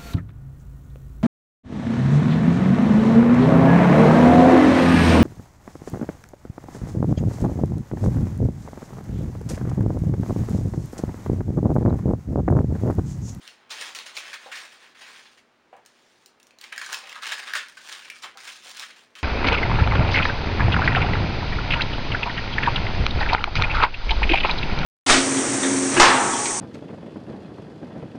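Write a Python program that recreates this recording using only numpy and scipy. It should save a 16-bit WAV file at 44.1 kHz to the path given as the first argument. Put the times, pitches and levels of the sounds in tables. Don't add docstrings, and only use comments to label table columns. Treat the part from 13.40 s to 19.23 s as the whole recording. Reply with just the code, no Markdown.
import sys
import numpy as np
from scipy import signal
from scipy.fft import rfft, irfft, next_fast_len
from scipy.io import wavfile
from scipy.ndimage import uniform_filter1d, map_coordinates

SR = 44100
rng = np.random.default_rng(int(sys.argv[2]) if len(sys.argv) > 2 else 0)


def to_wav(sig):
    pcm = np.clip(np.atleast_2d(sig), -1, 1) * 32767
    pcm = np.round(pcm).astype(np.int16)
    wavfile.write(sys.argv[1], SR, pcm.T)


N = 257103
PEEL_START_S = 3.15


def amp(db):
    return 10 ** (np.asarray(db) / 20)


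def unit_rms(x):
    return x / np.sqrt(np.mean(x ** 2) + 1e-20)


def along(points, hz):
    freqs, values = np.transpose(points)
    return np.interp(np.log(hz + 1), np.log(freqs), values)


def wobble(rate):
    return map_coordinates(rng.standard_normal(int(N * rate / SR) + 4), [np.arange(N) * rate / SR])


def colour(x, gain):
    size = 2 * next_fast_len(x.shape[-1] // 2 + 2048)
    cepstrum = irfft(np.log(np.maximum(gain(np.fft.rfftfreq(size, 1 / SR)), 1e-6)), size)
    cepstrum[1:size // 2] *= 2
    cepstrum[size // 2 + 1:] = 0
    return irfft(rfft(x, size) * np.exp(rfft(cepstrum)), size)[..., :x.shape[-1]]


def noise(samples, spectrum):
    return unit_rms(colour(rng.standard_normal(samples), lambda hz: amp(along(spectrum, hz))))


def add(track, start_s, sound):
    part = track[max(round(start_s * SR), 0):][:len(sound)]
    part += sound[:len(part)]


# (frequency [Hz], relative density [dB])
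AIR_SPECTRUM = [(25, -14), (60, -10), (130, -2.5), (230, 1), (400, 3.5), (800, 1.5), (1600, 0), (3000, -7),
                (6000, -16.5), (10000, -25.5), (15500, -28)]
# (frequency [Hz], level [dB])
HUM_TONES = [(209.9, -83), (242.2, -76), (360.7, -78)]


def room_tone(air_db=-63, hum_gain_db=-1, drift_rad=0.59):
    t = np.arange(N) / SR
    air = noise(N, AIR_SPECTRUM)
    hum = sum(amp(db) * np.sqrt(2) * np.sin(2 * np.pi * hz * t + drift_rad * wobble(6.7))
              for hz, db in HUM_TONES)
    return amp(air_db) * air + amp(hum_gain_db) * hum


# (start [s], length [s], body level [dB], flap re body [dB], crispness re body [dB])
HAND_STROKES = [(0, 0.084, -53.5, -11, -1), (0.147, .13, -64, -3, -16), (0.292, 0.19, -44, -8.5, -1.5),
                (0.544, 0.069, -47, -6.5, -1.5), (.66, 0.1, -50.5, -9.5, -5.5),
                (0.773, 0.16, -44.5, -12.5, -5.5), (0.987, 0.09, -51, -6, -2.5),
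                (1.111, 0.12, -47.5, -9, 0), (1.264, 0.21, -56.5, -10, -5), (1.561, 0.23, -51.5, -7.5, -3),
                (1.81, 0.12, -62.5, -16, -1), (2.455, 0.39, -69.5, -16, 2.5),
                (3.195, 0.066, -50.5, -7.5, -4.5), (3.355, 0.14, -49, -9, 1.5),
                (3.477, 0.051, -39.5, -7.5, -0.5), (3.6, 0.16, -46.5, -10, -6.5),
                (3.815, 0.093, -35, -16, -5.5), (3.962, 0.036, -40.5, -8, -2),
                (4.057, 0.051, -41, -15, -5.5), (4.132, 0.049, -37.5, -15.5, -6),
                (4.274, 0.018, -56.5, -16, 4), (4.39, .05, -54, -19, 2), (4.444, .13, -45.5, -12, -0.5),
                (4.595, 0.059, -46.5, -16, -6), (4.735, .02, -53.5, -19, 2.5),
                (4.839, 0.035, -51.5, -14, -7), (4.99, 0.16, -48.5, -15.5, 0.5), (5.219, 0.2, -50, -14, 1),
                (5.361, 0.07, -42.5, -16, -5), (5.549, 0.025, -54, -10, -1), (5.751, 0.042, -49.5, -22, -2)]


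def hand_effort(attack_s=0.016, release_db_per_s=157):
    t, power = np.arange(N) / SR, np.zeros((3, N))
    for start, length, db, flap_db, crisp_db in HAND_STROKES:
        swell = 1 - np.exp(-np.maximum(t - start, 0) / attack_s)
        release = amp(-np.minimum(release_db_per_s * np.maximum(t - start - length, 0), 200))
        power += np.outer(amp([db + flap_db, db, db + crisp_db]), swell * release) ** 2
    return np.sqrt(power)


def cracks(per_s, spread_db, rub):
    size = amp(spread_db * np.clip(rng.standard_normal(N), -3, 2.5))
    ticks = (rng.random(N) < per_s / SR) * size * rng.choice([-1, 1], N)
    return unit_rms(ticks) + rub * rng.standard_normal(N)


# (frequency [Hz], relative density [dB])
PAPER_SPECTRUM = [(100, -49), (300, -22.5), (500, -14.5), (800, -9.5), (1200, -6), (1700, -1.5),
                  (2100, -1.5), (3000, -1.5), (5000, -5.5), (7000, -10), (10000, -14.5), (15500, -23)]


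def sheet(drive, low_hz=1000, high_hz=3500):
    below = lambda hz, edge: 1 / np.sqrt(1 + (hz / edge) ** 8)
    above = lambda hz, edge: np.sqrt(1 - below(hz, edge) ** 2)
    flap = lambda hz: below(hz, low_hz)
    body = lambda hz: above(hz, low_hz) * below(hz, high_hz)
    crisp = lambda hz: above(hz, high_hz)
    return [unit_rms(colour(drive, lambda hz: amp(along(PAPER_SPECTRUM, hz)) * band(hz)))
            for band in (flap, body, crisp)]


def rustle(effort):
    sliding = unit_rms(cracks(per_s=3000, spread_db=3.5, rub=0.58) * amp(0.8 * wobble(45.07)))
    peeling = unit_rms(cracks(per_s=1700, spread_db=4.5, rub=0.47) * amp(1.64 * wobble(90)))
    drive = np.where(np.arange(N) / SR < PEEL_START_S, sliding, peeling)
    return np.sum(effort * sheet(drive), axis=0)


# (time [s], facet pitch [Hz], facet level [dB], edge level [dB])
CREASE_FLIPS = [(.0771, 2680, -37.5, -36), (.4122, 2400, -31.5, -30), (.5494, 2310, -30, -31.5),
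                (.5882, 2230, -33, -30), (.768, 3300, -28.5, -39), (.9305, 1790, -30, -48),
                (.942, 1720, -35, -33.5), (2.3665, 8000, -56, -60), (2.4514, 1840, -53, -55),
                (2.4614, 4770, -47.5, -42), (2.8606, 5500, -42, -46), (3, 2680, -50, -50.5),
                (3.0298, 5600, -45.5, -55), (3.0695, 4220, -49, -48), (3.1082, 2600, -47, -52),
                (3.1867, 4240, -66, -41.5), (3.213, 3000, -42, -35), (3.2404, 2320, -37, -37),
                (3.3256, 1780, -26.5, -41), (3.3616, 1880, -32.5, -40), (3.3792, 1730, -23, -28),
                (3.4152, 1760, -23, -36), (3.463, 1540, -31.5, -32), (3.5289, 1640, -25, -24.5),
                (3.5442, 2780, -23, -25.5), (3.695, 2810, -34, -38), (3.7266, 1900, -32, -43),
                (3.7623, 1330, -30.5, -53), (3.8226, 1670, -33, -39), (3.9205, 1700, -20.5, -32),
                (4.136, 1710, -17.5, -26.5), (4.1524, 1700, -22, -33), (4.285, 1600, -47, -39.5),
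                (4.371, 1520, -35.5, -48), (4.5264, 3160, -42, -30), (4.7008, 2450, -26.5, -34),
                (4.9727, 1310, -37, -37.5), (5.0039, 2170, -39, -38.5), (5.247, 2980, -49, -40),
                (5.294, 2980, -48, -37.5), (5.3712, 4400, -40, -36), (5.3958, 4100, -27, -48),
                (5.7533, 3020, -36, -52)]
# (frequency [Hz], relative density [dB])
EDGE_SPECTRUM = [(60, -60), (300, -40), (1500, -11.5), (4500, 4.5), (7000, -2), (10000, -6), (15500, -10)]


def snaps(extra_flips, rattle=0.45, rattle_cycles=45, fray=0.4, fray_t60=0.011):
    out, t = np.zeros(N), np.arange(SR // 12) / SR
    same_energy = lambda x: x / np.sqrt(np.sum(x ** 2) / (SR / 1000))
    flip = lambda share, t60: (t == 0) + share * rng.standard_normal(len(t)) * amp(-60 * t / t60)
    for start, hz, facet_db, edge_db in CREASE_FLIPS + extra_flips:
        damping = 0.14 * (1 + (hz / 3400) ** 4)
        detuning = lambda f: f / hz - hz / (f + 1)
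        resonance = lambda f: 1 / np.hypot(1, detuning(f) / damping) / (1 + (700 / (f + 1)) ** 3)
        facet = same_energy(colour(flip(rattle, rattle_cycles / hz), resonance))
        edge = same_energy(colour(flip(fray, fray_t60), lambda f: amp(along(EDGE_SPECTRUM, f))))
        add(out, start, amp(facet_db) * facet + amp(edge_db) * edge)
    return out


# (time [s], body level [dB], crispness re body [dB])
BUCKLES = [(.3022, -38, -0.5), (.3974, -46, 1.5), (0.413, -39.5, -3), (0.5514, -44, 5), (0.657, -45, 2.5),
           (.747, -46.5, 1), (.766, -37, -0.5), (0.929, -37.5, -8), (1.115, -39, -4.5), (1.1525, -45.5, 3),
           (1.3174, -53, -0.5), (1.4196, -58, -1), (1.5454, -53, -8), (1.609, -46.5, -4.5),
           (1.6694, -54, -3), (1.7444, -59, -4), (1.852, -51.5, -12), (1.9131, -71, 3), (1.9714, -57, -3),
           (3.2325, -49.5, -6), (3.319, -39, -12), (3.413, -41.5, -23), (3.526, -39, 0), (3.917, -33, -3.5),
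           (4.148, -30, -2), (4.368, -47, -3.5), (4.5144, -43.5, -2), (4.8194, -48.5, 6), (4.834, -40, -10),
           (4.971, -47.5, -2), (5.069, -41.5, -2.5), (5.495, -48, -15), (5.755, -47, -8)]


def crunches(flap_db=-14, rise_s=0.0076, fall_s=0.019):
    flap, body, crisp = sheet(cracks(per_s=3900, spread_db=3.5, rub=0.95))
    out, t = np.zeros(N), np.arange(SR // 4) / SR
    swell = (1 - np.exp(-t / rise_s)) * np.exp(-t / fall_s)
    for start, db, crisp_db in BUCKLES:
        span = np.minimum(round(start * SR) + np.arange(len(t)), N - 1)
        crackle = body[span] + amp(flap_db) * flap[span] + amp(crisp_db) * crisp[span]
        add(out, start, amp(db) * swell / swell.max() * crackle)
    return out


# (time [s], pitch [Hz], ring re plain sheet [dB])
CUP_SHAPES = [(.95, 1800, -16), (1.15, 1900, 8.5), (1.35, 1750, -7), (3.34, 1920, -10), (3.43, 1400, -18),
              (3.5, 1110, 11), (3.55, 950, 4.5), (3.68, 1200, -21), (3.79, 1180, 12), (3.86, 1640, -6),
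              (4.1, 1560, 8), (4.5, 1690, -11), (4.85, 1260, 8), (5.3, 1500, -14)]


def curled(x, cup_damping=0.22, facets_db=2):
    hz, t, spectra = signal.stft(x, SR, nperseg=256)
    times, pitches, ring_db = np.transpose(CUP_SHAPES)
    ratio = (hz[:, None] + 1) / np.interp(t, times, pitches)
    cup = 1 + amp(np.interp(t, times, ring_db)) / (1 + 1j * (ratio - 1 / ratio) / cup_damping)
    facets = uniform_filter1d(rng.standard_normal(spectra.shape), size=3, axis=0)
    facets = unit_rms(uniform_filter1d(facets, size=12, axis=1))
    return signal.istft(spectra * cup * amp(facets_db * facets), SR, nperseg=256)[1][:N]


# (time [s], level [dB])
TABLE_KNOCKS = [(1.059, -31.5), (2.328, -34), (2.366, -39.5), (3.631, -39), (4.837, -37), (4.95, -39),
                (5.257, -42)]
# (frequency [Hz], relative level [dB], t60 [s])
WOOD_MODES = [(235, -29, 0.073), (498, 2, 0.089), (620, -11, 0.027), (696, -3, 0.069), (756, -3, 0.063),
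              (877, -3, 0.039), (1180, -16, .05)]
# (frequency [Hz], relative density [dB])
CLATTER_SPECTRUM = [(100, -29), (350, -13), (750, 8), (1200, -3.5), (2500, -10.5), (5000, -31),
                    (12000, -40)]


def knocks(ring_db=-11, clatter_db=-9, clatter_t60=0.13, attack_s=0.0024):
    out, t = np.zeros(N), np.arange(SR // 4) / SR
    onset = 1 - np.exp(-t / attack_s)
    for start, db in TABLE_KNOCKS:
        ring = sum(amp(mode_db + rng.normal(0, 1.0) - 60 * t / t60)
                   * np.sin(2 * np.pi * (hz * t + rng.random())) for hz, mode_db, t60 in WOOD_MODES)
        clatter = amp(clatter_db - 60 * t / clatter_t60) * noise(len(t), CLATTER_SPECTRUM)
        add(out, start, amp(db) * (amp(ring_db) * ring + clatter) * onset)
    return out


def small_creases(effort, count=50, pitch_hz=2600, pitch_spread=0.33, facet_db=2, edge_db=3, scatter_db=2):
    first = PEEL_START_S * SR
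    at = (first + rng.random(count) * (N - 1 - first)).astype(int)
    pitch_draw, facet_draw, edge_draw = np.clip(rng.standard_normal((count, 3)), -2, 2).T
    _, body_db, crisp_db = 20 * np.log10(effort[:, at] + 1e-9)
    pitches = pitch_hz * np.exp(pitch_spread * pitch_draw)
    facet_levels = body_db + facet_db + scatter_db * facet_draw
    edge_levels = crisp_db + edge_db + scatter_db * edge_draw
    return list(zip(at / SR, pitches, facet_levels, edge_levels))


def panel_lands(start_s=4.835, level_db=-56, t60=0.18, attack_s=0.003):
    out, t = np.zeros(N), np.arange(SR // 3) / SR
    # (frequency [Hz], relative density [dB])
    thud_spectrum = [(60, -20), (140, -3), (250, -9), (380, 4.5), (700, -17), (2000, -34)]
    fade = amp(-60 * t / t60) * (1 - np.exp(-t / attack_s))
    add(out, start_s, amp(level_db) * fade * noise(len(t), thud_spectrum))
    return out


# (frequency [Hz], t60 [s])
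ROOM_DECAY = [(200, 0.37), (800, 0.24), (2000, 0.33), (5500, 0.27), (14000, 0.13)]


def room(x, wet_db, build_s=0.0012):
    hz, t, spectra = signal.stft(rng.standard_normal(SR // 2), SR, nperseg=256)
    decay = amp(-60 * t / along(ROOM_DECAY, hz)[:, None])
    tail = signal.istft(spectra * decay, SR, nperseg=256)[1]
    tail *= 1 - np.exp(-np.arange(len(tail)) / SR / build_s)
    return x + amp(wet_db) * signal.fftconvolve(x, tail / np.linalg.norm(tail))[:N]


def scene():
    effort = hand_effort()
    paper = room(curled(rustle(effort) + crunches()), wet_db=-10.5)
    creases = room(snaps(small_creases(effort)), wet_db=-4)
    table = room(knocks() + panel_lands(), wet_db=-5.5)
    return (paper + creases + table + room_tone())[None]


# (centre [Hz], width [Hz], gain [dB])
HOUSING_NOTCHES = [(7870, 174, -5.5), (12030, 1050, -18)]


def record(dry, top_hz=16000):
    notches_db = lambda hz: sum(db * np.exp(-.5 * ((hz - centre) / width) ** 2)
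                                for centre, width, db in HOUSING_NOTCHES)
    heard = colour(dry, lambda hz: amp(notches_db(hz)))
    size = next_fast_len(N + SR // 4)
    passband = np.fft.rfftfreq(size, 1 / SR) < top_hz
    return irfft(rfft(heard, size) * passband, size)[..., :N]


dry = scene()
out = record(dry)
to_wav(out)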